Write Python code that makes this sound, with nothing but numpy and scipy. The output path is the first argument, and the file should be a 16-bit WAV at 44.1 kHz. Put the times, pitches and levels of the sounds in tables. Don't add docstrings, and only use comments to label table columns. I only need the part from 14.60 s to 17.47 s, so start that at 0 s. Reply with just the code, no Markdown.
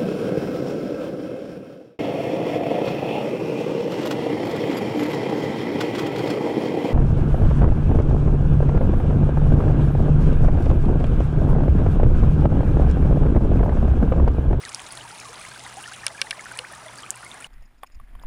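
import sys
import numpy as np
from scipy import signal
from scipy.fft import rfft, irfft
from scipy.io import wavfile
from scipy.ndimage import uniform_filter1d

SR = 44100
rng = np.random.default_rng(int(sys.argv[2]) if len(sys.argv) > 2 else 0)


def invert_db(x):
    u = np.asarray(x, float) / 20
    return 10 ** u


def to_wav(sig):
    pcm = np.clip(np.atleast_2d(sig), -1, 1) * 32767
    pcm = np.round(pcm).astype(np.int16)
    wavfile.write(sys.argv[1], SR, pcm.T)


N = 126567

# time in seconds, level in dB.
SURGE = [
    (0.0, -46),
    (1.37, -46.5),
    (2.16, -49),
    (2.87, -49.5),
]
# frequency in Hz, density in dB per Hz.
WASH_SPECTRUM = [(18, -43), (32, -10), (85, -9.5), (150, -8.5), (330, -11.5), (900, -10), (4000, -18),
                 (16000, -23.5)]
# centre in Hz, width in Hz, level in dB.
MOTOR_HUM = [
    (121.7, 11, -58.5),
    (58.7, 17, -69.5),
]
SNAP_START_S = [1.46585, 1.61575, 1.7086, 1.9894]
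# peak in dB, brightness in dB, rebound in dB, outer modes in dB.
SNAP_LEVELS = [
    (-10.5, 5, -6, 3.5),
    (-9, 2, -4.5, 5),
    (-18, 5, 2.5, 4.5),
    (-10, -4, -10, -13),
]
# frequency in Hz, level in dB, T60 in seconds.
CASE_MODES = [(546, -24.5, 0.17), (1560, -11, 0.03), (1890, -11, 0.019), (2280, -0.5, 0.019),
              (2870, 10.5, 0.0064), (3480, 2, 0.0072), (4220, 2, 0.011), (5130, 6, 0.0046),
              (5500, 2, 0.0098), (8220, 2.5, 0.0033), (9330, -2, 0.0073), (9970, 2, 0.0058),
              (11400, 2.5, 0.0038), (13300, 0, .003)]
# delay in seconds, level in dB.
CASE_REBOUNDS = [(.0025, 0), (.0043, -4), (.0062, -14)]
# time in seconds, peak in dB, pitch in Hz.
MORE_BRIGHT_DROPS = [(0.0914, -25, 5370), (.2176, -32, 8260), (.2869, -31, 9100), (0.316, -32, 9100),
                     (.3845, -34, 8200), (0.4892, -30, 9100), (0.7959, -30, 9500), (0.826, -31, 8600),
                     (1.1406, -33, 9000), (1.841, -36, 5160), (2.15, -30.5, 8400), (2.2617, -32, 10500),
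                     (2.375, -28.5, 9100), (2.5095, -27, 9300), (2.5544, -37, 8600), (2.574, -25, 12100),
                     (2.6, -46, 9700), (2.6227, -36, 9300), (2.8087, -30.5, 9700), (2.843, -36, 9400)]
# start in seconds, peak in dB, pitch in Hz, ring in cycles.
BUBBLES = [(0.037, -28, 2080, 6.3), (0.089, -35, 1160, 8.8), (0.195, -26, 3150, 4),
           (0.371, -37.5, 1300, 7.5), (0.41, -31.5, 3000, 14), (0.45, -34, 934, 14), (0.476, -39, 1560, 12),
           (0.506, -34.5, 1420, 10), (0.609, -36, 2400, 14), (0.812, -33.5, 2370, 10), (0.85, -28, 2120, 8),
           (0.915, -34.5, 1590, 14), (0.96, -33.5, 1550, 8.8), (1.064, -29.5, 1970, 8.7),
           (1.24, -27, 2900, 8.1), (1.258, -28.5, 1780, 11), (1.278, -31.5, 1410, 22),
           (1.319, -30, 1560, 11), (1.432, -32, 1840, 30), (1.505, -38.5, 668, 16),
           (1.548, -34, 1650, 22), (1.589, -32.5, 1690, 26), (1.669, -31, 1940, 12),
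                (1.728, -23.5, 1760, 5.6), (1.778, -36.5, 645, 6.4), (1.793, -26.5, 2130, 11),
                (1.857, -27, 1710, 4.8), (1.865, -29.5, 1460, 11), (1.915, -26.5, 1530, 9.6),
                (1.991, -37, 500, 13), (2.133, -33, 1810, 17), (2.384, -37, 1650, 10),
                (2.43, -34, 1200, 7.9), (2.663, -33, 2160, 25), (2.844, -24.5, 2900, 12)]
# start in seconds, peak in dB, pitch in Hz, ring in cycles.
SMALL_BUBBLES = [(0.0852, -36, 5150, 8.2), (0.307, -30, 4800, 13), (1.049, -33.5, 3800, 17),
                 (2.2826, -34.5, 3380, 12), (2.385, -30.5, 4740, 13), (2.4024, -36.5, 5070, 17),
                 (2.4334, -29, 3130, 8.6), (2.4626, -30.5, 2400, 7.7), (2.715, -27, 3590, 8.5)]
# loudest moment in seconds, peak in dB, pitch in Hz.
FAINT_BUBBLES = [(.078, -42, 1130), (0.088, -37, 3290), (.119, -38.5, 2300), (.122, -46, 1110),
                 (.178, -44, 1000), (.196, -41, 2450), (.248, -43, 965), (.29, -45, 1800),
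                 (.376, -43, 1840), (.379, -45, 1000), (.39, -39, 1570), (.424, -46, 1910),
                 (.558, -47, 880), (.733, -45, 1930), (.762, -41, 1020), (.794, -46.5, 640),
                 (0.796, -45, 1180), (.869, -41.5, 1030), (.904, -41, 4240), (1.004, -41, 3660),
                 (1.007, -42, 2070), (1.052, -44, 800), (1.2, -43, 2750), (1.234, -41, 1580),
                 (1.4, -41, 2730), (1.419, -40, 2390), (1.506, -39, 2020), (1.581, -35.5, 2420),
                 (1.652, -39, 867), (1.808, -36, 1730), (1.842, -40.5, 1095), (1.94, -38, 2380),
                 (1.964, -39, 1850), (1.969, -37, 2370), (2.071, -40, 1560), (2.104, -39.5, 1240),
                 (2.136, -42, 1280), (2.161, -41, 1220), (2.265, -38, 1980), (2.29, -41, 2300),
                 (2.299, -43, 955), (2.444, -35.5, 1260), (2.512, -45, 2950), (2.542, -38.5, 2760),
                 (2.545, -44, 1450), (2.568, -41, 2350), (2.571, -44, 1000), (2.625, -44, 1100),
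                 (2.808, -43, 1380), (2.49, -44, 1150), (2.587, -44, 1570), (2.224, -44.5, 1346),
                 (2.185, -43, 903), (2.826, -37.5, 2430), (2.831, -45, 1900)]
# start in seconds, length in seconds.
POCKET_TIMES = [(2.034, .021), (1.334, .014), (.05, .04), (.682, .042), (.518, .03), (.652, .018),
                (1.17, .037), (2.257, .025), (.666, .022)]
# start in Hz, end in Hz, level in dB, lateness of the swell (exponent).
POCKET_VOICES = [
    (720, 2830, -32.5, 1.75),
    (2730, 3200, -37.5, 0.56),
    (2070, 1250, -38.5, 0.45),
    (408, 528, -44, 1.1),
    (760, 1020, -38.5, 0.85),
    (1200, 1070, -38, .6),
    (741, 920, -34, 0.31),
    (640, 635, -38, 0.61),
    (1000, 1100, -43, 0.87),
]
# time in seconds, peak in dB, pitch in Hz.
DROPS = [
    (0.0508, -20, 4150),
    (0.1461, -10.5, 5400),
    (0.2644, -28.5, 3950),
    (0.3694, -30.5, 5000),
    (0.599, -26, 6450),
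    (0.7554, -36, 3470),
    (0.9936, -29.5, 4700),
    (1.276, -29.5, 5300),
    (1.4804, -19.5, 3700),
]
# time in seconds, peak in dB, pitch in Hz.
BRIGHT_DROPS = [(0.3223, -18.5, 9100), (0.3522, -28, 7940), (0.8138, -30, 9000), (1.037, -28, 7200),
                (1.169, -30, 7250), (1.226, -25.5, 9000), (1.8087, -32, 6900), (1.85, -31, 7000),
                (1.9124, -34, 7760), (1.9205, -26, 8200), (1.9733, -22, 8300), (2.1234, -23, 11300),
                (2.356, -32, 7700), (2.4229, -31, 7600), (2.5047, -4.5, 7450), (2.5583, -31, 8060),
                (2.6466, -26, 10200), (2.7418, -31.5, 8700), (2.804, -28, 8400), (2.822, -35, 9300)]
# frequency in Hz, gain in dB.
MIC_RESPONSE = [(7500, 0), (9800, 3), (10800, -3), (11400, -12.5), (11780, -30), (12200, -12), (15800, -18),
                (16500, -45)]

GUSH_S, GUSH_WIDTH_S, GUSH_GAIN = (.092, .375, .6, 1.345, 2.385), .014, 1.6


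def evened(x):
    return x / np.sqrt(np.mean(x ** 2) + 1e-20)


def read(points, hz):
    point_hz, value = np.transpose(points)
    return np.interp(np.log(hz + 1), np.log(point_hz + 1), value)


def add(mix, start_s, sound):
    part = mix[round(start_s * SR):][:len(sound)]
    part += sound[:len(part)]


def surge(share, gush=0):
    s, db = np.transpose(SURGE)
    t = np.arange(N) / SR
    rushes = sum(np.exp(-((t - at) / GUSH_WIDTH_S) ** 2) for at in GUSH_S)
    return invert_db(share * np.interp(t, s, db - db.mean())) * (1 + gush * rushes)


def wash():
    patch_db, flicker_db, level_db = 1.5, 1.44, -47
    frames, hz = N // 128 + 5, np.fft.rfftfreq(512, 1 / SR)
    real, imag, raw = rng.standard_normal((frames, 257, 3)).T
    flicker = evened(uniform_filter1d(uniform_filter1d(raw, 90, 0), 3, 1))
    patches = evened(uniform_filter1d(uniform_filter1d(raw, 5, 0), 14, 1))
    gain_db = patch_db * patches + flicker_db * flicker * (hz > 1500)[:, None]
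    noise = signal.istft((real + 1j * imag) * invert_db(gain_db), nperseg=512, noverlap=384)[1][:N]
    colour = invert_db(read(WASH_SPECTRUM, np.fft.rfftfreq(N, 1 / SR)))
    return invert_db(level_db) * evened(irfft(rfft(noise) * colour, N))


def motors():
    whine_hz, whine_rms_db, from_s, to_s = 5879, -66, 1.3, 2.55
    t, hz = np.arange(N) / SR, np.fft.rfftfreq(N, 1 / SR)
    fade = np.clip(np.minimum(t - from_s, to_s - t) / 0.1, 0, 1)
    out = np.sqrt(2) * invert_db(whine_rms_db) * np.sin(2 * np.pi * whine_hz * t) * fade
    for centre_hz, width_hz, db in MOTOR_HUM:
        spectrum = rfft(rng.standard_normal(N)) * np.exp(-((hz - centre_hz) / width_hz) ** 2)
        waver = evened(irfft(spectrum, N))
        out += invert_db(db) * evened(np.sin(2 * np.pi * centre_hz * t) + 0.36 * waver)
    return out


def case():
    low_hz, dull_hz, bright_hz = 2500, 4500, 7000
    knock_hz, knock_s, knock_db = 2400, 0.00019, -0.5
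    t, out = np.arange(3000) / SR, np.zeros(N)
    hz, db, t60_s = np.transpose(CASE_MODES)[:, :, None]
    phases = 1.39 * rng.standard_normal((len(SNAP_LEVELS), len(CASE_MODES), 1))
    late_s = t - .0008
    knock = -invert_db(knock_db) * np.exp(-(late_s / knock_s) ** 2) * np.cos(2 * np.pi * knock_hz * late_s)
    outer = (hz < low_hz) | (hz > dull_hz) & (hz < bright_hz)
    attack = np.minimum(t / 0.00024, 1) ** 2
    for s, (peak_db, bright_db, rebound_db, outer_db), phase in zip(SNAP_START_S, SNAP_LEVELS, phases):
        colour_db = db + bright_db * (hz > bright_hz) + outer_db * outer
        modes = invert_db(colour_db - 60 * t / t60_s) * np.cos(2 * np.pi * hz * (t - 1 / 4000) + phase)
        modes *= -attack * invert_db(peak_db - 11.0)
        add(out, s, modes.sum(0))
        dull = modes[hz[:, 0] < dull_hz].sum(0)
        for delay_s, late_db in CASE_REBOUNDS:
            add(out, s + delay_s, invert_db(late_db + rebound_db - 6.5) * dull)
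            add(out, s + delay_s - .0003, invert_db(late_db + rebound_db + peak_db) * knock)
    return signal.sosfilt(signal.butter(2, 500, "high", fs=SR, output="sos"), out)


def bursting_drop(hz, db):
    cycles, echo_s, echo_db = 4.13, 0.0017, -38.5
    edge_db, top_hz, top_db = -1, 13700, -28
    t = np.arange(-.002, .03, 1 / SR)
    u = t * hz / cycles
    hump = np.exp(-np.where(u < 0, 22, 2.6) * u ** 2)
    edge = invert_db(edge_db) * np.cos(2 * np.pi * min(1.73 * hz, .4 * SR) * t)
    edge += invert_db(top_db) * np.cos(2 * np.pi * top_hz * t)
    burst = hump * np.cos(2 * np.pi * hz * t) + hump ** 4 * edge
    scatter = evened(np.convolve(rng.standard_normal(len(t)), burst[:200], "same"))
    scatter *= (t > 0) * np.exp(-abs(t) / echo_s)
    return invert_db(db - 3.5) * burst + invert_db(echo_db + 0.45 * (db + 31)) * scatter


def drops(events):
    lag_s, out = 0.00094, np.zeros(N)
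    for s, db, hz in events:
        add(out, s + lag_s - .002, bursting_drop(hz, db))
    return out


def bubble(hz, cycles, glide=.05, rise_cycles=4.0):
    cycles = max(cycles, 1)
    u = np.arange(int(3 * cycles * SR / hz)) * hz / SR
    shape = (1 - np.exp(-u / rise_cycles)) * np.exp(-2.5 * u / cycles)
    pitch_hz = np.minimum(hz * (1 - glide / 2 + glide * u / cycles), .45 * SR)
    return shape / shape.max() * np.sin(2 * np.pi * np.cumsum(pitch_hz) / SR)


def swarm(per_s, band_hz, cycles, spread_db, clump, rise_cycles, mid_hz, octaves, count=36):
    clumps = np.exp(clump * evened(uniform_filter1d(rng.standard_normal(N), 350)))
    hit = rng.random(N) < per_s / SR * clumps / clumps.mean()
    size = invert_db(spread_db * np.minimum(rng.exponential(1, N), 3.5)) * hit
    kind, vary, out = rng.integers(0, count, N), rng.random((count, 2)), np.zeros(N)
    for k, hz in enumerate(np.geomspace(*band_hz, count)):
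        ring = evened(bubble(hz, cycles * (.5 + vary[k, 0]), 0.44 * vary[k, 1] - .15, rise_cycles))
        ring *= np.exp(-(np.log2(hz / mid_hz) / octaves) ** 2 / 2) / np.sqrt(len(ring))
        out += signal.oaconvolve(size * (kind == k), ring)[:N]
    return evened(out)


def babble():
    return invert_db(-47.6) * surge(0.046) * swarm(950, (600, 4500), 19, 1.5, .6, 3.1, 1300, 0.8)


def fizz():
    return invert_db(-53) * surge(2.44, GUSH_GAIN) * swarm(1100, (2302, 15760), 7.4, 3, .55, 1.9, 4500, 1.53)


def crackle():
    return invert_db(-57) * surge(1) * swarm(200, (7300, 16000), 2.0, 0, 1.0, .3, 11000, 3.5, count=8)


def single_bubbles():
    faint_cycles, lead_cycles, out = 16.8, 5.96, np.zeros(N)
    for s, db, hz, cycles in BUBBLES + SMALL_BUBBLES:
        add(out, s, invert_db(db - 2.0) * bubble(hz, cycles))
    for s, db, hz in FAINT_BUBBLES:
        add(out, s - lead_cycles / hz, invert_db(db) * bubble(hz, faint_cycles))
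    return out


def air_pockets():
    out = np.zeros(N)
    for (s, length_s), (from_hz, to_hz, db, lean) in zip(POCKET_TIMES, POCKET_VOICES):
        u = np.arange(0, 1, 1 / (length_s * SR))
        pitch_hz = from_hz * (to_hz / from_hz) ** u
        swell = np.sin(np.pi * u ** lean)
        add(out, s, invert_db(db) * swell * np.sin(2 * np.pi * np.cumsum(pitch_hz) / SR))
    return out


def water():
    swarms = babble() + fizz() + crackle()
    return swarms + single_bubbles() + air_pockets() + drops(DROPS + BRIGHT_DROPS)


def stones(near):
    level_db, t60_s = -20, .025
    t = np.arange(200, 4000) / SR
    tail = np.append(np.zeros(200), rng.standard_normal(len(t)) * invert_db(-60 * t / t60_s))
    return invert_db(level_db) * signal.oaconvolve(near, tail / np.linalg.norm(tail))[:N]


def scene():
    near = water()
    stream = near + stones(near) + wash() * surge(0.16)
    return (stream + case() + motors() + drops(MORE_BRIGHT_DROPS))[None]


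def low_pass(x):
    return signal.sosfilt(signal.butter(12, 16500, fs=SR, output="sos"), x)


def record(dry):
    log_gain = np.log(invert_db(read(MIC_RESPONSE, abs(np.fft.fftfreq(4096, 1 / SR)))))
    taps = np.fft.ifft(np.exp(np.conj(signal.hilbert(log_gain)))).real[:2048]
    mix = signal.oaconvolve(dry, taps[None])[:, :N]
    return low_pass(mix)


dry = scene()
out = record(dry)
to_wav(out)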